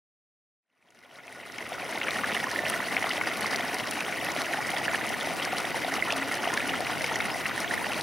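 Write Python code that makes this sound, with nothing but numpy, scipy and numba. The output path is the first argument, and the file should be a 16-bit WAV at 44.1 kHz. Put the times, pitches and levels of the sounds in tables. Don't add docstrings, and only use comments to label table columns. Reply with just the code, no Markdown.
import sys
import numpy as np
from scipy import signal
from scipy.fft import rfft, irfft, next_fast_len
from scipy.io import wavfile
from scipy.ndimage import uniform_filter1d, map_coordinates
from numba import njit

SR = 44100
rng = np.random.default_rng(int(sys.argv[2]) if len(sys.argv) > 2 else 0)


def waveform_to_disk(signal):
    frames = np.transpose(np.atleast_2d(signal))
    scaled = np.clip(frames, -1, 1) * 32767
    samples = np.round(scaled).astype(np.int16)
    wavfile.write(sys.argv[1], SR, samples)


def undo_db(level):
    steps = np.asarray(level, float) / 20
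    return 10 ** steps


N = 353990

# (frequency [Hz], density [dB per Hz])
SPRAY_COLOUR = [(1900, -10), (3300, -7.5), (3570, -26), (3840, -4), (4120, -5), (5000, -3.5), (5800, -4),
                (6500, -9), (7300, -13.5), (8500, -7.5), (9900, -4), (11500, -14.5), (13300, -13),
                (16000, -28.5)]


def unit(x):
    return x / np.sqrt(np.mean(x ** 2) + 1e-20)


def along(points, hz):
    f, v = np.transpose(points)
    return np.interp(np.log(hz + 1), np.log(f + 1), v)


def curves(rows):
    s, *cols = np.transpose(rows)
    return [np.interp(np.arange(N) / SR, s, c) for c in cols]


def wobble(rate):
    knots = rng.standard_normal(int(N * 60 / SR) + 4)
    return map_coordinates(knots, [np.arange(N) * rate / SR])


def ripple(rate):
    curve = wobble(rate)
    return unit(curve - uniform_filter1d(curve, size=SR // 6))


def filtered(x, response):
    m = next_fast_len(N + SR // 2)
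    return irfft(rfft(x, m) * response(np.fft.rfftfreq(m, 1 / SR)), m)[..., :N]


def patchy(patchy_db):
    z = signal.stft(rng.standard_normal((2, N)), nperseg=256)[2]
    field = uniform_filter1d(rng.standard_normal(z.shape[1:]), size=5, axis=0)
    field = uniform_filter1d(field, size=6, axis=1)
    return signal.istft(z * undo_db(patchy_db * unit(field)), nperseg=256)[1][:, :N]


@njit
def add(out, peak, hz, gain, swell, fall, rise):
    for k in range(len(peak)):
        start = peak[k] - swell[k]
        for i in range(max(int(start) + 1, 0), min(int(peak[k] + 6 * fall[k]), len(out))):
            age = i - start
            if i < peak[k]:
                shape = np.sin(np.pi / 2 * age / swell[k]) ** 2
            else:
                shape = np.exp((peak[k] - i) / fall[k])
            cycles = hz[k] * age * (1 - rise + rise * age / fall[k])
            out[i] += gain[k] * shape * np.sin(2 * np.pi * cycles)


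def grains(s, hz, gain, swell_s, fall_s, rise, pan_db, lag_s):
    out = np.zeros((2, N))
    for port, sign in enumerate((.5, -.5)):
        peak = (s + sign * lag_s) * SR
        add(out[port], peak, hz / SR, gain * undo_db(sign * pan_db), swell_s * SR, fall_s * SR, rise)
    return out


def swarm(lo_hz, hi_hz, cycles, spread_db, crowd_db, rise, count):
    dice, spot = rng.random((count, 4)), rng.standard_normal((count, 2))
    crowd = np.cumsum(undo_db(crowd_db))
    s = np.interp(dice[:, 0], crowd / crowd[-1], np.arange(N) / SR)
    hz = lo_hz * (hi_hz / lo_hz) ** dice[:, 1]
    gain = hz * undo_db(-spread_db * np.log(dice[:, 2]).clip(-3))
    fall_s = cycles * (.5 + dice[:, 3]) / hz
    return unit(grains(s, hz, gain, .7 / hz, fall_s, rise, .8 * spot[:, 0], 8e-6 * spot[:, 1]))


def rush(patchy_db, apart_hz):
    def turn(hz):
        return np.arccos(.955 * np.exp(-(hz / apart_hz) ** 3)) / 2

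    mid, side = filtered(patchy(patchy_db), lambda hz: np.array([np.cos(turn(hz)), np.sin(turn(hz))]))
    return unit(np.array([mid + side, mid - side]))


def banks(f):
    # (centre [Hz], width [Hz], level [dB])
    modes = [(700, 100, 0.5), (1460, 60, 3), (1920, 1200, -8), (3750, 150, 0)]
    return 1 + sum(undo_db(db) * 1j * f * w / (c * c - f * f + 1j * f * w) for c, w, db in modes)


def strays(kind, count):
    hz, spread, db, scatter_db = kind
    clump_s = .025
    dice = rng.standard_normal((count, 3))
    s = np.repeat(rng.random(count), 3)[:count] * N / SR + clump_s * dice[:, 2]
    return np.c_[s.clip(0, (N - 1) / SR), hz * np.exp(spread * dice[:, 0]), db + scatter_db * dice[:, 1]]


def current():
    # (time [s], level [dB])
    flow = [(2, 1.5), (2.5, .5), (3.5, 1), (4, -0.7), (4.3, 0.5), (5.5, 0), (6.7, 1.3), (6.95, 1),
            (7.15, 2), (7.35, -.5), (8, 1)]
    # (frequency [Hz], density [dB per Hz])
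    body = [(24, -54), (40, -24), (97, -8.5), (261, 1), (533, -2.5), (688, -3.5), (926, -3), (1460, -6),
            (1580, -9), (1960, -0.5), (2440, -7), (2970, -7.5), (4500, -21.5), (6500, -24.5), (9900, -120)]
    gurgle_db, fizz_db, far_db = -33, -43.5, -48.5
    fizz_growth = 0.39
    strength_db, = curves(flow)
    surge, flutter = ripple(18), ripple(50)
    crowd_db = 2.5 * surge + 2.5 * flutter

    gurgle = swarm(93.4, 4820, cycles=2.62, spread_db=2.5, crowd_db=crowd_db, rise=0.044, count=9000)
    singing = swarm(500, 3600, cycles=5, spread_db=3.5, crowd_db=crowd_db, rise=.03, count=900)
    gurgle += undo_db(-2.5) * singing
    gurgle += undo_db(6.5 + 0.13 * surge) * rush(patchy_db=2.0, apart_hz=10400)
    gurgle = unit(filtered(gurgle, lambda hz: undo_db(along(body, hz)) * banks(hz)))

    fizz = swarm(2800, 16000, cycles=2.2, spread_db=5, crowd_db=4 * surge + 4 * flutter,
                 rise=.03, count=20000)
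    crackle = swarm(5000, 15000, cycles=.4, spread_db=4.5, crowd_db=2 * crowd_db, rise=0., count=1500)
    fizz += undo_db(-5.5) * crackle
    fizz += undo_db(0.11 * surge + 1.6 * flutter) * rush(patchy_db=6.5, apart_hz=12900)
    fizz = unit(filtered(fizz, lambda hz: undo_db(along(SPRAY_COLOUR, hz))))

    far = filtered(rush(patchy_db=1.0, apart_hz=13000), lambda hz: np.clip(hz / 5000, 0, 1) ** 2)
    near = undo_db(gurgle_db + strength_db) * gurgle + undo_db(fizz_db + fizz_growth * strength_db) * fizz
    return near + undo_db(far_db) * far


def breeze():
    # (time [s], level [dB])
    strength = [
        (2, -47.5),
        (4.4, -45.5),
        (6.4, -46),
        (6.8, -41),
        (7.4, -43.5),
        (8, -42.5),
    ]
    # (frequency [Hz], density [dB per Hz])
    buffet = [(15, -50), (25, -42), (40, -46), (60, -8.5), (190, -7.5), (520, -13.5), (900, -16),
              (1400, -20.5), (2500, -39)]
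    level_db, = curves(strength)
    push, pull = filtered(patchy(0.5), lambda hz: undo_db(along(buffet, hz)))
    return undo_db(level_db + 1.6 * wobble(9)) * unit(np.array([.4 * push + pull, .4 * push - pull]))


def spits():
    # (time [s], frequency [Hz], peak level [dB])
    large_drops = [(0.905, 6300, -26.5), (0.99, 5030, -30), (1.158, 3680, -32.5), (1.583, 5550, -31),
                   (2.108, 3790, -28), (2.514, 4680, -31.5), (3.093, 4730, -29), (3.466, 4730, -31),
                   (3.56, 4300, -27), (3.785, 4340, -31), (4.005, 6050, -33), (4.318, 6490, -33),
                   (4.418, 3960, -31.5), (4.783, 4830, -31.5), (5.451, 5230, -30.5), (5.583, 4280, -28),
                   (5.94, 5600, -29), (6.124, 5300, -27), (6.342, 5560, -31), (6.539, 6100, -28),
                   (7.158, 5700, -31), (1.27, 5920, -35), (1.522, 5370, -32), (3.872, 5200, -35),
                   (5.603, 5610, -35), (6.574, 3900, -30), (6.806, 4500, -33), (7.02, 5500, -34),
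                   (8.01, 3860, -28.5)]
    # (time [s], peak level [dB])
    tiny_drops = [(1.326, -34), (1.691, -34), (1.911, -37), (2.335, -40), (2.346, -36), (2.699, -28),
                  (3.372, -38), (3.409, -32), (3.744, -32), (3.911, -30), (4.247, -33.5), (4.67, -36),
                  (4.704, -34), (4.955, -36.5), (5.066, -39), (5.092, -35), (6.166, -33.5), (6.676, -36),
                  (7.044, -38), (7.603, -32.5), (7.742, -34.5)]
    # (frequency [Hz], pitch scatter [ratio], level [dB], scatter [dB])
    small_spits = (5000, .2, -38, 2)
    small_ticks = (9800, .06, -38, 2)
    tick_hz, tick_scatter = 9600, .04
    ticks = [(s, tick_hz * (1 + tick_scatter * rng.normal()), db + 4.0) for s, db in tiny_drops]
    s, hz, db = np.r_[large_drops, ticks, strays(small_spits, count=36), strays(small_ticks, count=24)].T
    still = np.zeros(len(s))
    tick = grains(s, hz, undo_db(db + 12), 0.62 / hz, 1.7 / hz, 0.0084, still, still)
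    bursts = np.bincount((s * SR).astype(int), undo_db(db - 2.0), N)
    puff = signal.lfilter([1], [1, -np.exp(-1 / (.004 * SR))], bursts)
    spray = filtered(rush(patchy_db=3, apart_hz=14000), lambda hz: undo_db(along(SPRAY_COLOUR, hz)))
    return tick + puff * unit(spray)


def froth(rows, count):
    spread_s, pitch_scatter, level_db = .007, .2, -9
    s, hz, db = np.repeat(rows, count, axis=0).T
    dice = rng.standard_normal((len(s), 3))
    s = s + spread_s * np.abs(dice[:, 0])
    return np.c_[s, hz * np.exp(pitch_scatter * dice[:, 1]), db + level_db + 2 * dice[:, 2]]


def bubbles():
    # (time of peak [s], frequency [Hz], peak level [dB])
    small_clear = [(1.202, 2070, -20), (1.28, 2420, -17.5), (1.585, 2180, -16), (1.926, 2060, -18),
                   (2.015, 2180, -12.5), (2.084, 2240, -12.5), (2.158, 1793, -19), (2.243, 1690, -17.5),
                   (2.348, 2940, -19.5), (2.967, 2180, -12.5), (3.113, 2920, -17.5), (3.213, 2140, -16.5),
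                   (3.272, 1880, -18), (3.546, 2050, -18), (4.007, 2510, -17.5), (4.125, 2200, -19),
                   (4.364, 2250, -22), (5.459, 1600, -23.5), (5.425, 3120, -18.5), (6.105, 2500, -15.5),
                   (6.123, 2610, -16), (6.443, 2760, -19.5), (6.693, 2850, -18), (6.739, 1420, -20),
                   (7.043, 2180, -16), (7.204, 2190, -16), (7.254, 1870, -19.5), (7.457, 1980, -14.5),
                   (7.512, 1870, -19), (7.934, 2770, -19)]
    # (time of onset [s], peak level [dB], frequency [Hz])
    large_clear = [(1.719, -18.5, 725), (2.235, -21.5, 1180), (2.429, -24, 735), (2.469, -21.5, 1060),
                   (2.636, -24, 680), (3.042, -21.5, 730), (3.069, -20, 1080), (3.212, -23, 1140),
                   (3.444, -18.5, 1110), (3.599, -24, 716), (4.082, -26, 750), (4.224, -24, 680),
                   (4.286, -23, 765), (4.362, -22, 670), (4.736, -22.5, 785), (5.104, -23.5, 730),
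                   (5.271, -20.5, 716), (5.472, -23, 740), (5.53, -19, 740), (5.644, -24.5, 700),
                   (5.846, -20, 720), (5.879, -22, 696), (5.924, -25.5, 730), (6.128, -20, 666),
                   (6.473, -18, 720), (6.805, -20.5, 710), (5.744, -20.5, 880), (7.357, -23, 715),
                   (7.866, -25, 810), (7.903, -24, 820)]
    # (frequency [Hz], pitch scatter [ratio], level [dB], scatter [dB])
    small_faint = (2600, .22, -27, 2.5)
    low_faint = (1430, .04, -27, 3)
    large_faint = (715, .1, -32, 2)
    onset, glug_db, glug_hz = np.r_[large_clear, strays(large_faint, count=48)[:, [0, 2, 1]]].T
    s, hz, db = np.r_[small_clear, froth(small_clear, count=4),
                      strays(small_faint, count=90), strays(low_faint, count=12)].T
    s = np.r_[s, onset + 1.3 / glug_hz]
    hz = np.r_[hz, glug_hz]
    db = np.r_[db - .7, glug_db + .6]
    spot = rng.standard_normal((len(s), 3))
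    fall_s = 3.4 / hz * (hz / 2200) ** .3 * undo_db(1.8 * spot[:, 2])
    return grains(s, hz, undo_db(db), 1.226 / hz, fall_s, 0.005, 2.3 * spot[:, 0], 8e-6 * spot[:, 1])


def clicks():
    # (first click [s], last click [s], frequency [Hz], peak level [dB])
    trains = [(1.5, 1.5, 2000, -23), (1.541, 1.626, 2060, -19), (1.814, 1.88, 1980, -30.5),
              (2.186, 2.186, 2190, -23), (2.293, 2.74, 1860, -17.5), (2.309, 2.509, 1760, -30),
              (2.351, 2.351, 1880, -21), (2.561, 2.562, 1890, -22), (2.804, 2.885, 2000, -25),
              (3.026, 3.024, 2020, -18.5), (3.315, 3.477, 2070, -24), (3.46, 3.461, 2030, -17.5),
              (3.409, 3.655, 1760, -27), (3.668, 3.746, 2000, -36), (4.256, 4.34, 2140, -34),
              (4.467, 4.606, 1860, -21), (4.682, 4.921, 1980, -29), (4.692, 4.773, 1980, -22.5),
              (4.817, 5.012, 1760, -21.5), (5.06, 5.222, 2040, -30), (5.273, 5.273, 2030, -22.5),
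              (5.652, 5.652, 1990, -22), (5.939, 6.025, 2000, -18), (6.08, 6.08, 1750, -25.5),
              (6.372, 6.503, 1720, -24), (6.576, 6.712, 1870, -23), (6.63, 6.63, 1830, -24),
              (7.092, 7.226, 1940, -23), (7.579, 7.845, 1820, -20), (7.86, 7.896, 1690, -22)]
    low_hz, low_gap_s, gap_s_per_khz = 1750, .066, .052
    ends_db = -1
    rows = []
    for first, last, hz, db in trains:
        gap_s = low_gap_s + gap_s_per_khz * (hz - low_hz) / 1000
        gaps = round((last - first) / gap_s)
        place = np.linspace(0, 1, gaps + 1)
        swell_db = -ends_db * (2 * place - 1) ** 2 * (gaps > 1)
        rows += zip(first + place * (last - first), hz + 0 * place, db + swell_db)
    return np.transpose(rows)


def frogs():
    # (start [s], length [s], frequency [Hz], level [dB])
    hoots = [
        (5.83, .14, 272, -38),
        (6.13, .18, 272, -37.5),
        (6.62, .18, 272, -39),
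        (2.54, .18, 1790, -38.5),
        (2.72, .035, 1820, -31),
    ]
    s, hz, db = clicks()
    hz = hz * (1 + 0.034 * rng.standard_normal(len(s)))
    db = db + 3 * rng.standard_normal(len(s))
    fall_s = 0.0023 * undo_db(rng.normal(0, 1.2, len(s)))
    pan_db, lag_s = np.full(len(s), -7.5), np.full(len(s), 2e-5)
    out = grains(s, hz, undo_db(db - 1.9), 0.657 * fall_s, fall_s, -0.0024, pan_db, lag_s)
    t = np.arange(N) / SR
    for start, span, call_hz, call_db in hoots:
        swell = np.sin(np.pi * np.clip((t - start) / span, 0, 1)) ** 0.45
        tone = np.sin(2 * np.pi * call_hz * t + .8 * wobble(30))
        side_db = -2.5 if call_hz > 1000 else .4
        out += undo_db(call_db + 0.35 * wobble(50)) * swell * tone * undo_db([[side_db], [-side_db]])
    return out


def scene():
    return current() + breeze() + spits() + bubbles() + frogs()


def roll_off(x):
    return signal.sosfilt(signal.butter(12, 16810, fs=SR, output="sos"), x)


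def record(dry):
    # (frequency [Hz], left lead [rad])
    port_phase = [(4300, 0), (6500, -.2), (7400, -1.6), (8400, -1.9), (10300, -1.3), (11500, -.8),
                  (12900, -2.9), (16000, -2)]
    # (frequency [Hz], left minus right [dB])
    port_tilt = [(60, -1), (180, 1.5), (550, 1), (1650, 0), (4970, 1.5), (15000, 2)]
    # (start [s], length [s], curve power [1])
    fade_in = (0.6, 1.656, 2.06)
    half = np.array([[.5], [-.5]])

    def response(hz):
        level = undo_db(half * along(port_tilt, hz))
        phase = np.exp(1j * half * along(port_phase, hz))
        return level * phase * (hz < 15800) / (1 + (44 / (hz + 1)) ** 6)

    start, span, power = fade_in
    fade = np.clip((np.arange(N) / SR - start) / span, 0, 1) ** power
    return roll_off(filtered(dry, response) * fade)


dry = scene()
out = record(dry)
waveform_to_disk(out)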